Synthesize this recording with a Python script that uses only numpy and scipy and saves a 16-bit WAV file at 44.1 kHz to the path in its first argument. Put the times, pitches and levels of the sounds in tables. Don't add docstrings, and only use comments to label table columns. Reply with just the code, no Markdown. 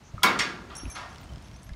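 import sys
import numpy as np
from scipy import signal
from scipy.fft import rfft, irfft
from scipy.io import wavfile
from scipy.ndimage import uniform_filter1d

SR = 44100
rng = np.random.default_rng(int(sys.argv[2]) if len(sys.argv) > 2 else 0)


def transcribe(signal):
    frames = np.atleast_2d(signal).T
    limited = np.clip(frames, -1, 1)
    pcm = np.round(limited * 32767).astype(np.int16)
    wavfile.write(sys.argv[1], SR, pcm)


def volts_from_db(level):
    exponent = np.asarray(level, float) / 20
    return 10 ** exponent


N = 77175


def rms_one(x):
    return x / np.sqrt(np.mean(x ** 2) + 1e-20)


def at_hz(points, hz):
    f, db = np.transpose(points)
    return np.interp(np.log(hz), np.log(f), db, left=-60, right=-60)


def curve(rows):
    return np.interp(np.arange(N) / SR, *np.transpose(rows))


def drift(rate):
    r = np.exp(-2 * np.pi * rate / SR)
    noise = rng.standard_normal(N + 20000)
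    return rms_one(signal.lfilter([1], [1, -2 * r, r * r], noise)[20000:])


def since(s):
    return np.maximum(np.arange(N) / SR - s, 0)


def clicks_at(times, gains):
    out = np.zeros(N)
    out[(np.asarray(times) * SR).astype(int)] = gains
    return out


def dying(clicks, t60):
    return signal.lfilter([1], [1, -volts_from_db(-60 / (t60 * SR))], clicks)


def soften(level, seconds):
    smooth = np.exp(-1 / (seconds * SR))
    return signal.lfilter([1 - smooth], [1, -smooth], level)


def puff(rows, t60):
    return rng.standard_normal(N) * dying(clicks_at(rows[:, 0], volts_from_db(rows[:, 1])) + 1e-18, t60)


def ring(push, hz, t60):
    r, w = volts_from_db(-60 / (t60 * SR)), 2 * np.pi * hz / SR
    return signal.lfilter([0, np.sin(w)], [1, -2 * r * np.cos(w), r * r], push + 1e-18)


def band_pass(x, low, high):
    return signal.sosfilt(signal.butter(2, [low, high], "band", fs=SR, output="sos"), x)


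def bands(streak_db=0):
    edges = 22 * 2 ** np.arange(0, 9.7, 1 / 3)
    white = rfft(rng.standard_normal((2, N)))
    streak_hz = 60
    ripple = uniform_filter1d(rng.standard_normal(white.shape), size=int(streak_hz * N / SR))
    strength = np.minimum(np.arange(N // 2 + 1) * SR / N / 1000, 1)
    white = irfft(white * volts_from_db(streak_db * rms_one(ripple) * strength), N)
    return [(np.sqrt(low * high), band_pass(white[k % 2], low, high))
            for k, (low, high) in enumerate(zip(edges, edges[1:]))]


def coloured(spectrum):
    return rms_one(sum(volts_from_db(at_hz(spectrum, hz)) * b for hz, b in bands()))


# t/s, level/dB, rise/s, decay scale
BLOWS = [
    (0.2316, -18, 0.005, 1),
    (0.3887, -26.5, 0.017, 0.94),
    (0.7, -47, 0.006, 2.36),
    (0.949, -36.5, 0.035, 1.11),
]


def dense_ring():
    # f/Hz, level/dB per Hz
    slam = [(110, -11.5), (200, -5), (600, -8), (1030, -1.5), (1730, -2.5), (2210, -6), (2800, -8),
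            (3500, -9), (6500, -23.5), (12500, -31.5), (16000, -37)]
    bounce = [(200, -36), (800, -14.5), (1500, -1), (2200, -1), (3100, 0), (5400, -9), (9000, -20),
              (15500, -84)]
    knock = [(500, -3), (1200, 5), (1900, -4), (3800, -0.5), (6000, -57)]
    last_knock = [(400, -31), (650, -5.5), (1240, -3.5), (1710, -10.5), (2200, -7), (4200, -13.5),
                  (7000, -23.5), (12000, -44)]
    # f/Hz, t60/s
    steel_t60 = [(150, 1.48), (350, 1.1), (700, 0.77), (1400, 0.65), (2800, 0.42), (5600, 0.45),
                 (11000, 0.29), (15000, 0.25)]
    crack_levels = [19, 19, -12, -10]
    low_lag_cycles, crack_s, crack_hz = 2.2, 0.012, 9800
    out, noise = 0, bands(streak_db=2.5)
    t60_hz, t60_s = np.transpose(steel_t60)
    colours = [slam, bounce, knock, last_knock]
    for (s, db, rise, scale), crack_db, colour in zip(BLOWS, crack_levels, colours):
        t = since(s)
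        norm = np.sqrt(sum(volts_from_db(at_hz(colour, hz)) ** 2 * np.mean(b ** 2) for hz, b in noise))
        crack = volts_from_db(crack_db) * np.exp(-t / crack_s)
        for hz, b in noise:
            t60 = scale * np.interp(np.log(hz), np.log(t60_hz), t60_s)
            low_lag = low_lag_cycles / hz * 200 / (hz + 200)
            onset = 1 - np.exp(-t / (rise * 1000 / (hz + 1000) + low_lag))
            fall = volts_from_db(-60 * t / t60) + crack / (1 + (crack_hz / hz) ** 2)
            out = out + volts_from_db(db + at_hz(colour, hz)) / norm * onset * fall * b
    return out


def clear_modes():
    steel_hz = [999, 1054, 1175, 1280, 1404, 1611, 3320, 2040, 2105, 2228, 2455, 4190, 4565, 5500]
    mode_t60 = [0.053, 0.4, 0.58, 0.38, 0.56, 0.44, 0.14, 0.24, 0.14, 0.41, 0.36, 0.062, 0.16, 0.46]
    mode_db = [
        [-36, -23.5, -32, -30, -29.5, -34, -42, -29, -24, -30, -38, -48, -37, -42],
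        [-53, -67, -43.5, -50, -39, -44.5, -50, -32, -29, -35, -33, -35, -34, -46],
        [-57, -50, -46.5, -43, -49.5, -47, -47, -54, -45.5, -47.5, -52, -38.5, -64, -59],
    ]
    struck = np.array(BLOWS)[[0, 1, 3], 0]
    out = 0
    for hz, t60, dbs in zip(steel_hz, mode_t60, np.transpose(mode_db)):
        swell = soften(dying(clicks_at(struck, volts_from_db(dbs)), t60), 0.011)
        tone = np.sin(2 * np.pi * (hz * np.arange(N) / SR + rng.random()))
        out = out + swell * volts_from_db(2.5 * drift(30)) * tone
    return out


def steel():
    return dense_ring() + clear_modes()


def answers():
    # t/s, peak level/dB, t60/s
    replies = [(.181, -53, 0.23), (.232, -12.5, 0.036), (.234, -13.5, 0.095), (.237, -16.5, 0.24),
               (0.24, -15.5, 0.17), (.248, -28.5, 0.22), (.258, -18.5, 0.04), (0.24, -37, .05),
               (0.27, -17, 0.049), (0.31, -27, 0.079), (0.27, -20, 0.063), (0.24, -27, 0.059),
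               (.31, -19, .06), (.31, -36.5, 0.24), (.394, -19.5, 0.12), (.404, -19, 0.071),
               (0.41, -24, 0.066), (0.37, -43, 0.11), (.43, -35, 0.11), (.44, -37, 0.13), (0.45, -33, 0.26),
               (0.45, -40, .08), (0.53, -41.5, 0.42), (.43, -35, .15), (.957, -34, .12), (0.96, -32, .1),
               (.965, -44, 0.085), (1.02, -42, 0.26), (0.98, -38.5, 0.29), (1.03, -41.5, 0.11),
               (1.055, -40, 0.14), (1.3, -51, 0.057), (1.693, -48, 0.055), (1.735, -41.5, 0.0085),
               (1.737, -49, 0.044), (1.1, -52, 0.034), (1.29, -48.5, 0.065), (.865, -42, .012),
               (0.55, -44, 0.046)]
    reply_hz = [2200, 3330, 1000, 2225, 1390, 598, 2230, 4570, 1170, 1470, 3750, 1130, 2230, 245, 2110,
                1900, 5520, 2760, 3480, 2300, 1650, 1620, 358, 4560, 1240, 1250, 2200, 1840, 990, 727, 720,
                1215, 2050, 3750, 2120, 3200, 3080, 2700, 1100]
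    twin_ratio, twin_db, rise_share = 1.025, -10, .05
    out = np.zeros(N + SR)
    for (s, db, t60), hz in zip(replies, reply_hz):
        t = np.arange(int(min(t60, .6) * SR)) / SR
        tone = np.sin(2 * np.pi * hz * t) + volts_from_db(twin_db) * np.sin(2 * np.pi * hz * twin_ratio * t)
        rise = 1 - np.exp(-t / (rise_share * t60))
        out[int(s * SR):][:len(t)] += volts_from_db(db - 60 * t / t60) * rise * tone
    return out[:N]


def tinks():
    # t/s, peak level/dB, f/Hz, t60/s
    small_rings = [(0.18, -29.5, 1260, 0.11), (0.194, -44, 1110, 0.073), (0.2252, -33.5, 3400, 0.018),
                   (.222, -31, 1270, 0.079), (0.7991, -36.5, 3095, 0.0095), (.855, -32, 2600, 0.0081),
                   (1.202, -67, 13400, 0.065), (1.211, -53, 14300, 0.092), (1.238, -54, 8500, .04),
                   (1.692, -46.5, 1695, 0.071), (.715, -39.5, 1184, 0.089)]
    out = 0
    for s, db, hz, t60 in small_rings:
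        hit = clicks_at([s], volts_from_db(db - 6)) + puff(np.array([(s, db - 24)]), .012)
        pair = ring(hit, hz, t60) + volts_from_db(-2) * ring(hit, hz * 1.045, 0.68 * t60)
        out = out + signal.lfilter(*signal.iirpeak(hz, 2, fs=SR), pair)
    return out


def keys():
    # f/Hz, t60/s
    key_modes = [(5585, .45), (6235, .13), (9110, .1), (10960, .4), (11570, .1)]
    # t/s, then level/dB into each of the first four modes
    jingles = [(0.7514, -39.5, -40, -47, -59), (.766, -47, -57, -44.5, -56), (.777, -42.5, -46, -55, -46),
               (.8, -43, -46, -60, -65), (.812, -43.5, -60, -67, -55), (.855, -61, -63, -70, -57.5),
               (.875, -53, -57, -70, -60), (0.834, -57, -49, -68, -55), (0.9003, -58, -44.5, -71, -53),
               (.9133, -47, -40.5, -68, -44.5), (.93, -51, -53, -60, -56), (.945, -68, -47, -74, -51),
               (.956, -52, -47.5, -64, -59.5), (1.09, -63, -53, -75, -69), (1.437, -64, -53, -72, -70),
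               (1.535, -57.5, -64, -71, -77), (1.562, -78, -55, -68, -73), (1.618, -64, -54.5, -75, -72),
               (1.631, -68, -69, -75, -71), (1.662, -70, -55, -75, -71)]
    # t/s, level/dB
    thin_key = [
        (1.47, -69),
        (1.643, -56.5),
    ]
    # t/s, peak level/dB
    snap_rows = [
        (.731, -61),
        (0.753, -30.5),
        (0.768, -26.5),
        (.889, -48),
        (0.9002, -28),
        (.913, -40),
        (1.424, -46.5),
        (1.632, -36.5),
    ]
    wobble_db = [.6, 3, 3.5, 2]
    beat_hz, pair_db, rise_s = 22.28, -6.5, .002
    rows, thin, snaps = np.array(sorted(jingles)), np.array(thin_key), np.array(snap_rows)
    out = ring(clicks_at(thin[:, 0], volts_from_db(thin[:, 1])), *key_modes[-1])
    t = np.arange(N) / SR
    last = np.searchsorted(rows[:, 0], t) - 1
    for k, (hz, t60) in enumerate(key_modes[:-1]):
        level = (last >= 0) * volts_from_db(rows[last, k + 1] - 60 * np.abs(t - rows[last, 0]) / t60)
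        twin = volts_from_db(pair_db - 13 * (k == 0)) * np.sin(2 * np.pi * hz * (1 + beat_hz / 6000) * t)
        tone = np.sin(2 * np.pi * hz * t) + twin
        out += soften(level, rise_s) * tone * volts_from_db(wobble_db[k] * drift(85))
    clicks_and_rustle = puff(snaps, .006) + volts_from_db(-18) * puff(snaps, .1)
    return out + band_pass(clicks_and_rustle, 8000 / 1.3, 8000 * 1.3)


def ticks():
    # t/s, peak level/dB
    dry_ticks = [(1.1291, -44), (1.1458, -41), (1.159, -42), (1.1829, -41), (1.1987, -64), (1.232, -41.5),
                 (1.256, -52), (1.293, -49), (1.3351, -40.5), (1.359, -41), (1.381, -50), (1.425, -48),
                 (1.484, -45), (1.514, -44), (1.533, -50), (1.5625, -45), (1.692, -42), (1.7344, -44.5)]
    # f/Hz, level/dB, t60/s
    tick_body = [(2120, -13, 0.027), (3200, 4, 0.0031), (4000, 1, 0.002), (5260, 4.5, 0.0024),
                 (8500, -9, 0.0025)]
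    crackle_per_s, crackle_from_s, crackle_db = 45, 1.0, -56
    crackle_length = N / SR - crackle_from_s
    draw = rng.random((int(crackle_per_s * crackle_length), 2))
    faint = np.transpose([crackle_from_s + draw[:, 0] * crackle_length, crackle_db + 8 * draw[:, 1]])
    rows = np.vstack([faint, dry_ticks])
    contact_s = .009
    return sum(volts_from_db(db - 17.5) * ring(puff(rows, contact_s), hz, t60) for hz, db, t60 in tick_body)


def squeaks():
    # start t/s, length/s, level/dB, f/Hz, width/Hz
    squeak_rows = [
        (0.034, 0.08, -61, 6170, 756),
    ]
    # length/s, level/dB
    whistle = (0.031, -49.5)

    def swell(s, length):
        return np.abs(np.sin(np.pi * np.minimum(since(s) / length, 1))) ** .5

    whistle_s, whistle_hz = .891, 2350
    whistle_length, whistle_db = whistle
    tone = np.sin(2 * np.pi * whistle_hz * since(whistle_s))
    out = volts_from_db(whistle_db) * swell(whistle_s, whistle_length) * tone
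    for s, length, db, hz, width in squeak_rows:
        hiss = ring(ring(rng.standard_normal(N), hz, 1.8 / width), hz, 1.8 / width)
        out = out + volts_from_db(db) * swell(s, length) * rms_one(hiss)
    return out


def wind():
    # t/s, level/dB
    gusts = [(0, -47), (.12, -56.5), (.145, -39.5), (.19, -47), (.6, -52), (.8, -49), (.87, -36.5),
             (.92, -53), (1.0, -48), (1.12, -51), (1.22, -46), (1.28, -42.5), (1.36, -42), (1.46, -47.5),
             (1.52, -42.5), (1.58, -51.5), (1.67, -46.5), (1.72, -42)]
    # f/Hz, level/dB per Hz
    rumble_colour = [(25, -44), (50, 1), (100, -4.5), (200, -12.5), (400, -38), (700, -19)]
    # t/s, peak level/dB, f/Hz
    buffets = [
        (0.134, -39.5, 145),
        (0.14, -28.5, 78.4),
        (0.834, -25.5, 297),
        (0.845, -26.5, 59.53),
        (.862, -27, 261),
        (0.873, -28.5, 142.4),
        (1.373, -26, 120),
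        (1.703, -32.5, 156),
        (1.714, -25.5, 52.7),
    ]
    lump_db, lumps_per_s = 1.2, 16
    rumble = rms_one(coloured(rumble_colour) * volts_from_db(lump_db * drift(lumps_per_s)))
    pushes = sum(volts_from_db(db) * ring(clicks_at([s], 0.64), hz, 8.1 / hz) for s, db, hz in buffets)
    return volts_from_db(curve(gusts)) * rumble + pushes


def air():
    # f/Hz, level/dB per Hz
    air_colour = [(71, -38), (120, -11), (230, -14), (330, -11.5), (460, -20.5), (874, -18), (1790, -23),
                  (6240, -32), (16000, -55)]
    # t/s, level/dB
    air_level = [(0, -57), (.15, -54), (.7, -51.5), (1.15, -51), (1.75, -56)]
    return volts_from_db(curve(air_level) + 0.21 * drift(29.0)) * coloured(air_colour)


def scene():
    mix = steel() + answers() + tinks() + keys() + ticks() + squeaks() + wind() + air()
    return mix[None, :]


def top_cut(x):
    return signal.sosfilt(signal.butter(12, 16620, fs=SR, output="sos"), x)


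def record(dry):
    top_hz = 16450
    low_pass = signal.cheby2(12, 50, top_hz, fs=SR, output="sos")
    return top_cut(signal.sosfilt(low_pass, dry))


dry = scene()
out = record(dry)
transcribe(out)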